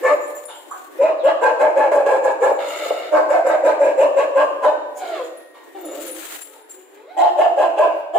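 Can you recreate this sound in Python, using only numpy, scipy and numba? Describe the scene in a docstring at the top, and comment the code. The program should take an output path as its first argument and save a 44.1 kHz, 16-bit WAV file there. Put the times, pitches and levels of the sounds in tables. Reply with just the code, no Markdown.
"""Chained dog barking in a bare concrete room

A dog barks in rapid runs, with rasping in-breaths, groans, growls, huffs and thin wheezes: uneven fold pulses
and air through resonances. A chain slides as noise grains and rings chime as struck decaying modes. Room noise,
a thin tone and a high whine lie behind; a far yap comes only as echo. All but these beds and the yap is heard
both directly and in a strong room echo (the chain only directly). A phone cuts bass, ducks gain and limits."""
import sys
import numpy as np
from scipy import signal
from scipy.fft import rfft, irfft
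from scipy.io import wavfile
from scipy.ndimage import uniform_filter1d, minimum_filter1d
from numba import njit

SR = 44100
rng = np.random.default_rng(int(sys.argv[2]) if len(sys.argv) > 2 else 0)


def generate_wav(signal):
    """Clip the signal to [-1, 1] and save it as 16-bit WAV at the path in sys.argv[1]."""
    frames = np.transpose(np.atleast_2d(signal))
    scaled = np.clip(frames, -1, 1) * 32767
    pcm = np.round(scaled).astype(np.int16)
    wavfile.write(sys.argv[1], SR, pcm)


N = 360738

# throat resonances of all calls but the barks, for a 600 Hz mouth: hz, width_hz, level_db (relative)
RASP_RING = [(1321.8, 300, 4.5), (2080, 510, 3), (2800, 610, 2.5), (3528.5, 470, 1), (3820, 830, -9)]
# hiss resonances at the teeth in the same calls: hz, width_hz, level_db (relative)
RASP_HISS = [(5700, 910, -3.5), (7000, 1500, 8), (9500, 1400, 1.5), (14600, 1300, 0.5)]


def from_db(db):
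    """Decibels to an amplitude factor."""
    return 10 ** (np.asarray(db) / 20)


def rms_one(x):
    """Scale to an rms of 1."""
    return x / np.sqrt(np.mean(x ** 2) + 1e-20)


def in_time(tables, fade=.014):
    """A gate that opens from each table's start and shuts fade s past its end, then the joined columns."""
    t, rows = np.arange(N) / SR, np.concatenate(tables)
    gate = sum(np.clip(np.minimum(t - a[0][0], a[-1][0] + fade - t) / fade, 0, 1) for a in tables)
    return [gate] + [np.interp(t, rows[:, 0], column) for column in rows[:, 1:].T]


def drift(rate_hz):
    """Random wander, noise through a two-pole low-pass at rate_hz; rms 1."""
    r = np.exp(-2 * np.pi * rate_hz / SR)
    return rms_one(signal.lfilter([1], [1, -2 * r, r * r], rng.standard_normal(N + SR))[SR:])


@njit
def moving_peak(x, hz, width_hz, sr):
    """A two-pole resonance whose centre follows hz."""
    out, r = np.zeros(len(x)), np.exp(-np.pi * width_hz / sr)
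    for i in range(2, len(x)):
        feedback = 2 * r * np.cos(2 * np.pi * hz[i] / sr) * out[i - 1] - r * r * out[i - 2]
        out[i] = x[i] - x[i - 2] + feedback
    return out


def sharp_peak(x, hz, width_hz):
    """A resonance applied twice, for dark valleys on both sides; rms 1."""
    hz, width_hz = hz * np.ones(N), float(width_hz)
    once = moving_peak(x, hz, width_hz, SR)
    return rms_one(moving_peak(once, hz, width_hz, SR))


def peaks(x, modes, stretch=1):
    """Resonances side by side, all moved by stretch; rms 1."""
    return rms_one(sum(from_db(db) * sharp_peak(x, hz * stretch, width) for hz, width, db in modes))


def shaped_noise(spectrum, channels):
    """White noise coloured by a (Hz, dB) spectrum; rms 1."""
    hz, db = np.transpose(spectrum)
    bins_hz = np.arange(1, N // 2 + 2) * SR / N
    gain = from_db(np.interp(np.log(bins_hz), np.log(hz), db))
    return rms_one(irfft(rfft(rng.standard_normal((channels, N))) * gain, N))


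def room_noise():
    """Wandering air noise, a thin tone that swells and fades, and a high whine, stronger on the left."""
    # thin tone: time_s, pitch_hz, level_db (relative)
    thin_tone = [(4.5, 1865, -62), (4.8, 1870, -49), (5.1, 1868, -54), (5.4, 1870, -50), (5.6, 1868, -53),
                 (5.9, 1868, -56)]
    # colour of the room's air: hz, density_db (per Hz, relative)
    air_spectrum = [(120, -83), (200, -56.5), (263, 5), (1020, -12.5), (1120, -22.5), (1840, -11),
                    (2020, -16), (4770, -31.5), (16000, -27.5)]
    gate, hz, level_db = in_time([thin_tone], fade=0.15)
    tone = gate * from_db(level_db - 0.5) * np.sin(2 * np.pi * np.cumsum(hz) / SR)
    whine_hz, left_right_db = 15625, np.array([[-60], [-70]])
    whine = from_db(left_right_db + 1.5 * drift(8)) * np.sin(2 * np.pi * whine_hz * np.arange(N) / SR)
    air = from_db(-45 + 4 * drift(4.0)) * shaped_noise(air_spectrum, channels=2)
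    return air + tone + whine


def yap():
    """A short hoarse call far off: a few overtones with shaky pitch and levels."""
    # the call: time_s, pitch_hz, level_db (relative)
    far_call = [(.69, 375, -47.5), (.725, 378.6, -40), (.76, 372, -44), (.8, 383, -66)]
    # its overtones: multiple, level_db (relative)
    orders = [(2, 0), (3, 5.5), (4, -1)]
    gate, hz, level_db = in_time([far_call])
    phase = 2 * np.pi * np.cumsum(hz * (1 + 0.032 * drift(110))) / SR
    overtones = sum(from_db(db + 5.8 * drift(110)) * np.sin(k * phase) for k, db in orders)
    return gate * from_db(level_db) * overtones


def sliding_chain():
    """Links rub and knock: coloured noise with a dense uneven flutter in level."""
    # slides of the chain: time_s, level_db (relative)
    slides = [
        [(0.12, -42), (0.29, -25), (0.39, -28), (0.518, -40.5), (0.66, -39), (0.814, -29), (0.95, -40)],
        [(5.62, -49), (5.872, -35.5), (6.012, -15.5), (6.156, -11.5), (6.226, -3), (6.285, -5), (6.305, 0),
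         (6.335, 0.5), (6.494, -22), (6.62, -34)],
        [(6.685, -26), (6.756, -28.5), (6.89, -47), (6.95, -39), (7.02, -61)],
    ]
    # colour of the links: hz, density_db (per Hz, relative)
    link_spectrum = [(710, -0.5), (1200, -5), (1270, -0.5), (4040, -6), (5350, -14.5), (7170, -2),
                     (11700, -12.5), (15200, -3.5), (16000, 16.5)]
    gate, level_db = in_time(slides)
    return gate * from_db(level_db + 3.4 * drift(27) + 0.72 * drift(550)) * shaped_noise(link_spectrum, channels=2)


def struck(blows, modes):
    """Each blow ticks and rings every mode with a strength of its own; swinging makes the ring flutter."""
    at, out = [round(s * SR) for s, db in blows], np.zeros(N)
    spread_db = rng.normal(0, 3, (len(at), len(modes)))
    for k, (hz, level_db, t60) in enumerate(modes):
        clicks = np.zeros(N)
        clicks[at] = from_db(np.array(blows)[:, 1] + level_db - 0.5 + spread_db[:, k])
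        r, w = from_db(-60 / (t60 * SR)), 2 * np.pi * hz / SR
        ringing = signal.lfilter([0, np.sin(w)], [1, -2 * r * np.cos(w), r * r], clicks + 1e-18)
        out += from_db(7.5 * drift(130)) * ringing
        out += from_db(-9) * np.diff(clicks, prepend=0)  # the tick
    return out


def lead_rings():
    """Two rings on the lead, each struck into its own set of decaying modes."""
    # modes of the collar ring, then of the clasp: hz, level_db (relative), t60_s
    collar_modes = [(7117, -5, .2), (7472, -5, .22), (8969, -16, .15), (10380, -8, .24), (14630, -5, .18)]
    clasp_modes = [(9577, -7, .11), (9932, -7, .13), (10080, -9, .13), (12610, -13, .16)]
    # blows on the collar ring, then on the clasp: time_s, level_db (relative)
    collar_blows = [(0.1303, -47), (0.2076, -44), (0.2319, -44.5), (0.2913, -46), (0.3495, -41),
                    (0.4531, -51), (0.5475, -49.5), (0.6809, -62), (0.709, -50), (2.5198, -50),
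                    (5.8117, -58), (5.8511, -47), (5.9088, -46), (5.9996, -41), (6.0367, -46),
                    (6.4089, -36.5), (6.6944, -37.5)]
    clasp_blows = [(0.2713, -43), (0.4549, -39), (1.2381, -45), (5.3694, -48.5), (6.0644, -31),
                   (6.1094, -27), (6.3394, -31)]
    return struck(collar_blows, collar_modes) + struck(clasp_blows, clasp_modes)


def head_resonances(source, breathy, jaw):
    """Tongue, lip and throat resonances move as the head stretches; a rasp at the palate follows the jaw."""
    # time_s, tongue_hz, lip_hz, tongue_db, lip_db (both re throat ring), throat_hz, throat_db (relative)
    head_path = [(0.1, 1185, 2100, 6.5, -5, 1740, -0.5), (1.05, 1078, 2460, 3, -7, 1684, -13),
                 (1.28, 1187, 2920, 4, -9, 1677, -6), (1.47, 1048, 2530, -4.5, -16.5, 1576, -4.5),
                 (1.65, 934, 2190, -6.5, -12.5, 1593, -9), (1.82, 873, 2310, -2, -9, 1684, -4),
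                 (1.95, 796, 2330, 0, -12.5, 1600, -11), (2.1, 876, 2330, -1.5, -11, 1607, -5),
                 (2.28, 877, 2270, -3, -14.5, 1630, -6), (2.5, 913, 2210, -4.5, -17.5, 1680, -11),
                 (3.15, 1115, 2080, 2.5, -18, 1535, -8.5), (3.33, 743, 2000, 2.5, -10, 1550, -3.5),
                 (3.5, 733, 2030, 0.5, -14.5, 1584, -8.5), (3.68, 946, 2120, -3, -10.5, 1558, -6.5),
                 (3.85, 950, 2360, 3, -3, 1650, 1.5), (4.03, 976, 2680, 7.5, -6, 1580, -9.5),
                 (4.2, 1133, 2610, 7, -5, 1674, -4), (4.4, 1114, 2680, 7, -9, 1604, -4.5),
                 (4.63, 1083, 2620, 2, -17, 1502, -6), (4.69, 890, 2580, 2.5, -15.5, 1520, -7.5),
                 (7.23, 840, 3100, 21, 1.5, 1885, -2), (7.42, 877, 2780, 8.5, -1, 1735, -3.5),
                 (7.62, 890, 2770, 21, 4, 1620, 6), (7.78, 910, 2600, 7, -2.5, 1560, -5),
                 (7.86, 1040, 2640, 4, -7, 1593, -3.5), (8.15, 870, 3030, 15, 7, 1730, 5)]
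    # palate rasp, pitched anew in each bark: time_s, level_db (relative), hz
    palate_path = [(0.037, -36.5, 3640), (0.9935, -37.5, 3330), (1.249, -39.5, 3540), (1.4187, -30.5, 4170),
                   (1.5952, -47.5, 3590), (1.7574, -48, 3670), (1.89, -51.5, 3590), (2.0594, -52, 3780),
                   (2.239, -37, 3510), (2.4244, -38.5, 3310), (3.1286, -42, 4390), (3.291, -38, 4730),
                   (3.458, -37.5, 3600), (3.6472, -31, 3430), (3.804, -50, 5080), (3.985, -46.5, 5220),
                   (4.1705, -49, 5310), (4.3686, -55.5, 3790), (4.6324, -33, 3570), (7.182, -24.5, 3350),
                   (7.3743, -43, 4540), (7.5845, -38, 3510), (7.77, -45, 4330), (8.1494, -40.5, 3460)]
    _, tongue_hz, lip_hz, tongue_db, lip_db, throat_hz, throat_db = in_time([head_path])
    _, palate_db, palate_hz = in_time([palate_path])
    tongue_hz = tongue_hz * (1 - 0.11 * (1 - jaw))   # a shut jaw lowers it
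    throat = from_db(throat_db - 0.5) * sharp_peak(breathy, throat_hz, 89)
    tongue = from_db(tongue_db) * sharp_peak(source, tongue_hz, 95)
    lips = from_db(lip_db) * sharp_peak(breathy, lip_hz, 520)
    palate_gain = from_db(-29.5 + palate_db - palate_db.mean())
    return throat + tongue + lips, palate_gain * jaw * sharp_peak(breathy, palate_hz, 450)


def voice(tables, ring, hiss, fold_share, jitter, shimmer_db, air, width_hz, tone_db, chest_db, lift, clear=0.,
          moving_head=False):
    """Uneven vocal-fold pulses and air gated by them, through mouth, throat and teeth."""
    # overtones of a clear voice: multiple, level_db (relative)
    overtones = [(2, -12), (3, -19.5), (4, -32), (5, -27.5)]
    gate, mouth_hz, level_db, ring_db, hiss_db, *more = [uniform_filter1d(c, size=400) for c in in_time(tables)]
    clear, whoop_db, jaw = more or (clear, 0, 1)
    clear = np.clip(clear, 0, 1)
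    # the folds beat at a share of the mouth tone
    phase = np.cumsum(fold_share * mouth_hz * (1 + jitter * drift(60.05))) / SR
    pulses = np.diff(np.floor(phase), prepend=0) * from_db(shimmer_db * np.tanh(drift(273)))
    gusts = rng.standard_normal(N) * (.6 + np.cos(np.pi * phase) ** 2)
    source = rms_one(pulses) + air * gusts
    breathy = source + 5.8 * gusts   # the upper resonances hear more air
    # the tone held by the mouth
    turn = 2 * np.pi * np.cumsum(mouth_hz * (1 + 0.005896 * drift(39.56))) / SR
    upper = sum(from_db(db + 2.723 * drift(42)) * np.sin(k * turn) for k, db in overtones)
    held = np.sin(turn) + clear * jaw * upper
    tone = from_db(tone_db + whoop_db + 2.9 * clear + 9.48 * (1 - clear) * drift(105)) * held
    stretch = (mouth_hz / 600) ** lift   # a wider mouth lifts the other resonances
    chest = from_db(chest_db) * sharp_peak(source, 315 * stretch, 90)
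    throat = peaks(breathy, ring, stretch)
    teeth = from_db(hiss_db + 2 * drift(24)) * peaks(gusts, hiss)
    if moving_head:
        head, palate = head_resonances(source, breathy, jaw)
        throat, teeth = throat + head, teeth + palate
    mouth = (1 - 0.3 * clear) * sharp_peak(source, mouth_hz, width_hz)   # a clear voice rasps less
    return gate * from_db(level_db) * (mouth + tone + chest + from_db(ring_db) * throat + teeth)


def wheezes():
    """Thin wheezes through the nose: air noise in one gliding resonance."""
    # time_s, hz, level_db (relative)
    nose_air = [
        [(.47, 3450, -61), (.52, 3240, -38), (.6, 3130, -55)],
        [(1.17, 4400, -58), (1.2, 3930, -42), (1.23, 3200, -41), (1.27, 3020, -51)],
    ]
    gate, hz, level_db = in_time(nose_air)
    return gate * from_db(level_db) * sharp_peak(rng.standard_normal(N) * from_db(2.0 * drift(46)), hz, 540)


def huffs():
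    """Short airy puffs that fade by 14 dB over their length."""
    # start_s, length_s, mouth_hz, level_db (relative)
    puffs = [(0.477, 0.12, 875, -33.5), (5.536, 0.15, 965, -46), (6.525, 0.17, 790, -40)]
    ring_db, hiss_db = -6.5, -22   # re level
    paths = [[(s, hz, db, ring_db, hiss_db), (s + length, hz, db - 14, ring_db, hiss_db)]
             for s, length, hz, db in puffs]
    return voice(paths, RASP_RING, RASP_HISS, fold_share=.15, jitter=.3, shimmer_db=4, air=5, width_hz=350.,
                 tone_db=-25, chest_db=-35, lift=.05)


def growls():
    """Low half-clear growling with a strong chest resonance."""
    # time_s, mouth_hz, level_db (relative)
    growl_paths = [
        [(5.742, 792, -37), (5.8, 752.5, -41.5), (5.89, 522.6, -34), (5.98, 604, -29.5), (6.18, 447.5, -35.5),
         (6.21, 434.4, -53)],
    ]
    ring_db, hiss_db = -13, -43   # re level
    paths = [[(*row, ring_db, hiss_db) for row in path] for path in growl_paths]
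    return voice(paths, RASP_RING, RASP_HISS, fold_share=0.24, jitter=0.09, shimmer_db=-0.5, air=0.29,
                 width_hz=170.0, tone_db=-3.5, chest_db=2.5, lift=0.032, clear=0.5)


def groans():
    """Clear gliding groans: a held tone with overtones over uneven fold pulses."""
    # time_s, mouth_hz, level_db (relative), hiss_db (re level)
    groan_paths = [
        [(4.94, 778.4, -73, 7), (4.975, 767.6, -36, 6), (5.02, 727.8, -24, -26), (5.11, 689.6, -25.5, -26),
         (5.16, 590.6, -20.5, -29.5), (5.211, 497, -26.5, -23.5), (5.278, 479, -37.5, -16),
         (5.36, 551, -64, -16), (5.39, 513, -69, -28)],
        [(6.43, 433, -49, -36), (6.5, 430, -37.5, -34), (6.6, 431.2, -42.5, -33)],
        [(6.72, 380.9, -44, -25), (6.8, 370.3, -40.5, -34), (6.9, 380, -46.5, -36), (6.98, 410.3, -39.5, -37),
         (7.06, 520.7, -46, -32), (7.11, 721.6, -41.5, -36), (7.16, 779, -45.5, -34)],
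    ]
    ring_db = -11   # re level
    paths = [[(s, hz, db, ring_db, hiss_db) for s, hz, db, hiss_db in path] for path in groan_paths]
    return voice(paths, RASP_RING, RASP_HISS, fold_share=0.34, jitter=0.074, shimmer_db=-5.5, air=0.36,
                 width_hz=160.0, tone_db=-1.0, chest_db=-10.5, lift=0.48, clear=0.96)


def rasps():
    """A rasping intake of air: slow, very uneven fold pulses and much breath."""
    # time_s, mouth_hz, level_db (relative), hiss_db (re level)
    intake = [(2.581, 613.6, -30.5, -14.5), (2.68, 606.3, -30, -9.5), (2.899, 607.5, -30, -11),
              (3.089, 623.3, -35.5, -16.5)]
    ring_db = 1   # re level
    paths = [[(s, hz, db, ring_db, hiss_db) for s, hz, db, hiss_db in intake]]
    return voice(paths, RASP_RING, RASP_HISS, fold_share=.13, jitter=.25, shimmer_db=4.5, air=1.3,
                 width_hz=140., tone_db=-5, chest_db=-11, lift=.35)


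def bark(start, length, level_db, low_hz, top_hz, ring_db, hiss_db, whoop_db, clear):
    """Swell, sagging hold and fade; the mouth tone scoops in, then follows the jaw as it opens and half shuts."""
    attack_s, release_s = .032, .04
    widest_s = .65 * length
    s = np.array([0, attack_s, widest_s, length, length + release_s])
    jaw = np.interp(s, [attack_s, widest_s, length], [0, 1, .6])
    onset = s == 0
    swell_db = -9 * s / length + np.array([-15, 0, 0, 0, -22])
    mouth_hz = low_hz + (jaw - .4 * onset) * (top_hz - low_hz)   # the tone starts outside the jaw's range
    late_db = -10 * onset   # hiss and throat ring set in a little after the voice
    ring_db = ring_db - 4 * (1 - jaw) + late_db   # a shut jaw muffles the throat ring
    hiss_db = hiss_db - 9 * s / length + late_db   # the hiss thins out
    whoop = np.array([1, .55, 0, 0, 0])
    return np.transpose([start + s, mouth_hz, level_db + swell_db, ring_db, hiss_db,
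                         np.maximum(whoop, clear), whoop * whoop_db, jaw])


def barks():
    """Runs of barks: fold pulses at half the mouth tone, through a moving head and jaw."""
    # start_s, length_s, level_db (relative), low_hz (mouth once the swell is over), top_hz (jaw widest),
    # ring_db, hiss_db (both re level), whoop_db (on the opening tone), clearness (0-1)
    bark_list = [ (0.022, 0.11, -10, 520.6, 615.4, -9.5, -24, -6, 0.4),
                 (0.985, 0.13, -13, 559.3, 675.5, -9.5, -32.5, 7, 0.42),
                 (1.227, 0.089, -8.5, 559.5, 688.3, -6.5, -30, 9.5, 0.76),
                 (1.403, 0.1, -11.5, 505, 681.1, 0.5, -25, 8.5, 0.26),
                 (1.58, 0.088, -8, 519.8, 639.8, -2.5, -28, 4.5, 0.3),
                 (1.743, 0.1301, -11.5, 551, 580.1, -7, -30.5, 4, 0.44),
                 (1.868, 0.15, -10.5, 589, 570.6, -8.5, -27.5, -4, 0.3),
                 (2.033, 0.14, -10, 569.3, 539.6, -7.5, -27, -4, 0.51),
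                 (2.216, 0.1, -11.5, 540, 602.4, -6.5, -24.5, -11, 0.27),
                 (2.397, 0.11, -10.5, 502, 597.2, -2, -24.5, -1, 0.24),
                 (3.11, 0.092, -6, 618.2, 642.4, -5.5, -28.5, -20, 0.27),
                 (3.275, 0.11, -13, 581.4, 686.8, -5, -24, 0, 0.15),
                 (3.435, .12, -10.5, 556, 657.2, -5, -27.5, -8.5, 0.39),
                 (3.627, 0.088, -5.5, 565, 636.6, -9.5, -29, -0.5, 0.47),
                 (3.784, 0.13, -9, 589.7, 570.6, -17.5, -30, -11, .5),
                 (3.968, 0.085, -4.5, 542, 596.2, -14.5, -27.5, 2.5, 0.67),
                 (4.15, 0.087, -7.5, 549.8, 570.4, -12.5, -28.5, -1, 0.64),
                 (4.343, 0.094, -7.5, 552.5, 599, -9.5, -29.5, 4.5, .6),
                 (4.612, 0.077, -5, 535, 613.8, -8, -30.5, -10.5, 0.76),
                 (7.161, 0.13, -10.5, 683.3, 720.3, -18, -28.5, -6, 0.23),
                 (7.362, 0.096, -10, 617.6, 760.7, -14.5, -28, 3, 0.32),
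                 (7.557, 0.11, -10.5, 585.2, 719.3, -21.5, -28, 5.5, 0.36),
                 (7.758, 0.11, -11.5, 591.5, 686.4, -7, -29.5, 6, 0.23),
                 (8.125, 0.14, -9, 697, 769, -30, -33, 2.5, 0.3), ]
    # throat resonances for a 600 Hz mouth, then hiss at the teeth: hz, width_hz, level_db (relative)
    throat_ring = [(865, 180, 9.5), (1309, 218, -2), (2000, 290, -20.5)]
    teeth_hiss = [(3130, 550, 6), (4540, 460, -4), (7340, 1070, 21), (10600, 600, 11.5),
                  (13900, 5700, 10.5)]
    return voice([bark(*row) for row in bark_list], throat_ring, teeth_hiss, fold_share=.5, jitter=.04,
                 shimmer_db=12, air=.6, width_hz=178.0, tone_db=-2, chest_db=-17.0, lift=0.2, moving_head=True)


def room(x):
    """Echo as noise dying band by band, with a quick early part; the two ports agree only in the bass."""
    # echo bands: centre_hz, t60_s (of the late part), likeness (left to right, -1 to 1)
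    bands = [(310.4, 1, 0.81), (565, 0.76, 0.77), (1021, 0.76, 0.042), (2036, 0.77, -0.041),
             (5130, 0.91, -0.45), (9050, 0.63, -0.1)]
    t, echo = np.arange(SR) / SR, 0
    for hz, t60, alike in bands:
        top_hz = min(hz * (np.sqrt(2) if hz < 8000 else 2), 20000)
        band = signal.butter(2, [hz / np.sqrt(2), top_hz], "band", fs=SR, output="sos")
        mid, side = signal.sosfilt(band, rng.standard_normal((2, 2, 1, SR)))
        alike = np.clip(alike, -1, 1)
        late = from_db(-60 * t / t60) / np.sqrt(t60)
        early = from_db(12.5 - 60 * t / 0.05)
        die = (late + early) * np.minimum(t / 0.00051, 1)
        echo = echo + die * (np.sqrt(1 + alike) * mid + np.sqrt(1 - alike) * side * [[1], [-1]])
    # the echo shifts between two patterns as the dog moves, .7 half-turns a second
    turn = np.pi * .7 * np.arange(N) / SR
    echo = echo / np.sqrt(.1 * SR)
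    return sum(signal.fftconvolve((x * share)[None], pattern, axes=1)[:, :N]
               for share, pattern in zip((np.cos(turn), np.sin(turn)), echo))


def scene():
    """Direct sound at the two ports, the room's echo and the room noise."""
    dog = from_db(5) * barks() + from_db(-2.0) * rasps() + huffs() + wheezes()
    low_calls = groans() + growls()
    rings = lead_rings()
    direct = from_db(-2.5) * dog + from_db(-1.0) * low_calls
    direct = direct + rings * from_db([[3], [-6]]) + sliding_chain() * from_db([[3.5], [-3.5]])   # left, right
    # groans and growls stir the room less than barks
    into_room = dog + from_db(-4) * low_calls + from_db(3.5) * rings + yap()
    return direct + from_db(-1) * room(into_room) + room_noise()


def record(dry):
    """Steep bass cut, gain ducking under loud sound, a quick peak limiter with faint low thumps, top cut."""
    cut = signal.sosfilt(signal.cheby2(8, 60, 202.3, "high", fs=SR, output="sos"), dry)
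    # the left port is brighter, the right one duller, above 7100 Hz
    treble = signal.sosfilt(signal.butter(1, 7100, "high", fs=SR, output="sos"), cut)
    cut = cut + treble * (from_db([[2.5], [-2.5]]) - 1)
    power = uniform_filter1d(np.mean(cut ** 2, axis=0), size=300)
    over_db = np.maximum(10 * np.log10(power + 1e-12) + 32, 0)   # above -32 dB
    slope = 40 * np.arange(N) / SR   # the held excess falls by 40 dB a second
    held_db = np.maximum.accumulate(over_db + slope) - slope
    ducked = cut * from_db(-.3 * uniform_filter1d(held_db, size=300))
    headroom = np.minimum(.6 / (np.abs(ducked) + 1e-9), 1)
    limited = ducked * uniform_filter1d(minimum_filter1d(headroom, size=200), size=120)
    thumps = 0.091 * limited ** 4   # a slight lopsidedness of the converter
    return signal.sosfilt(signal.cheby2(16, 60, 15900, fs=SR, output="sos"), limited + thumps)


dry = scene()
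out = record(dry)
generate_wav(out)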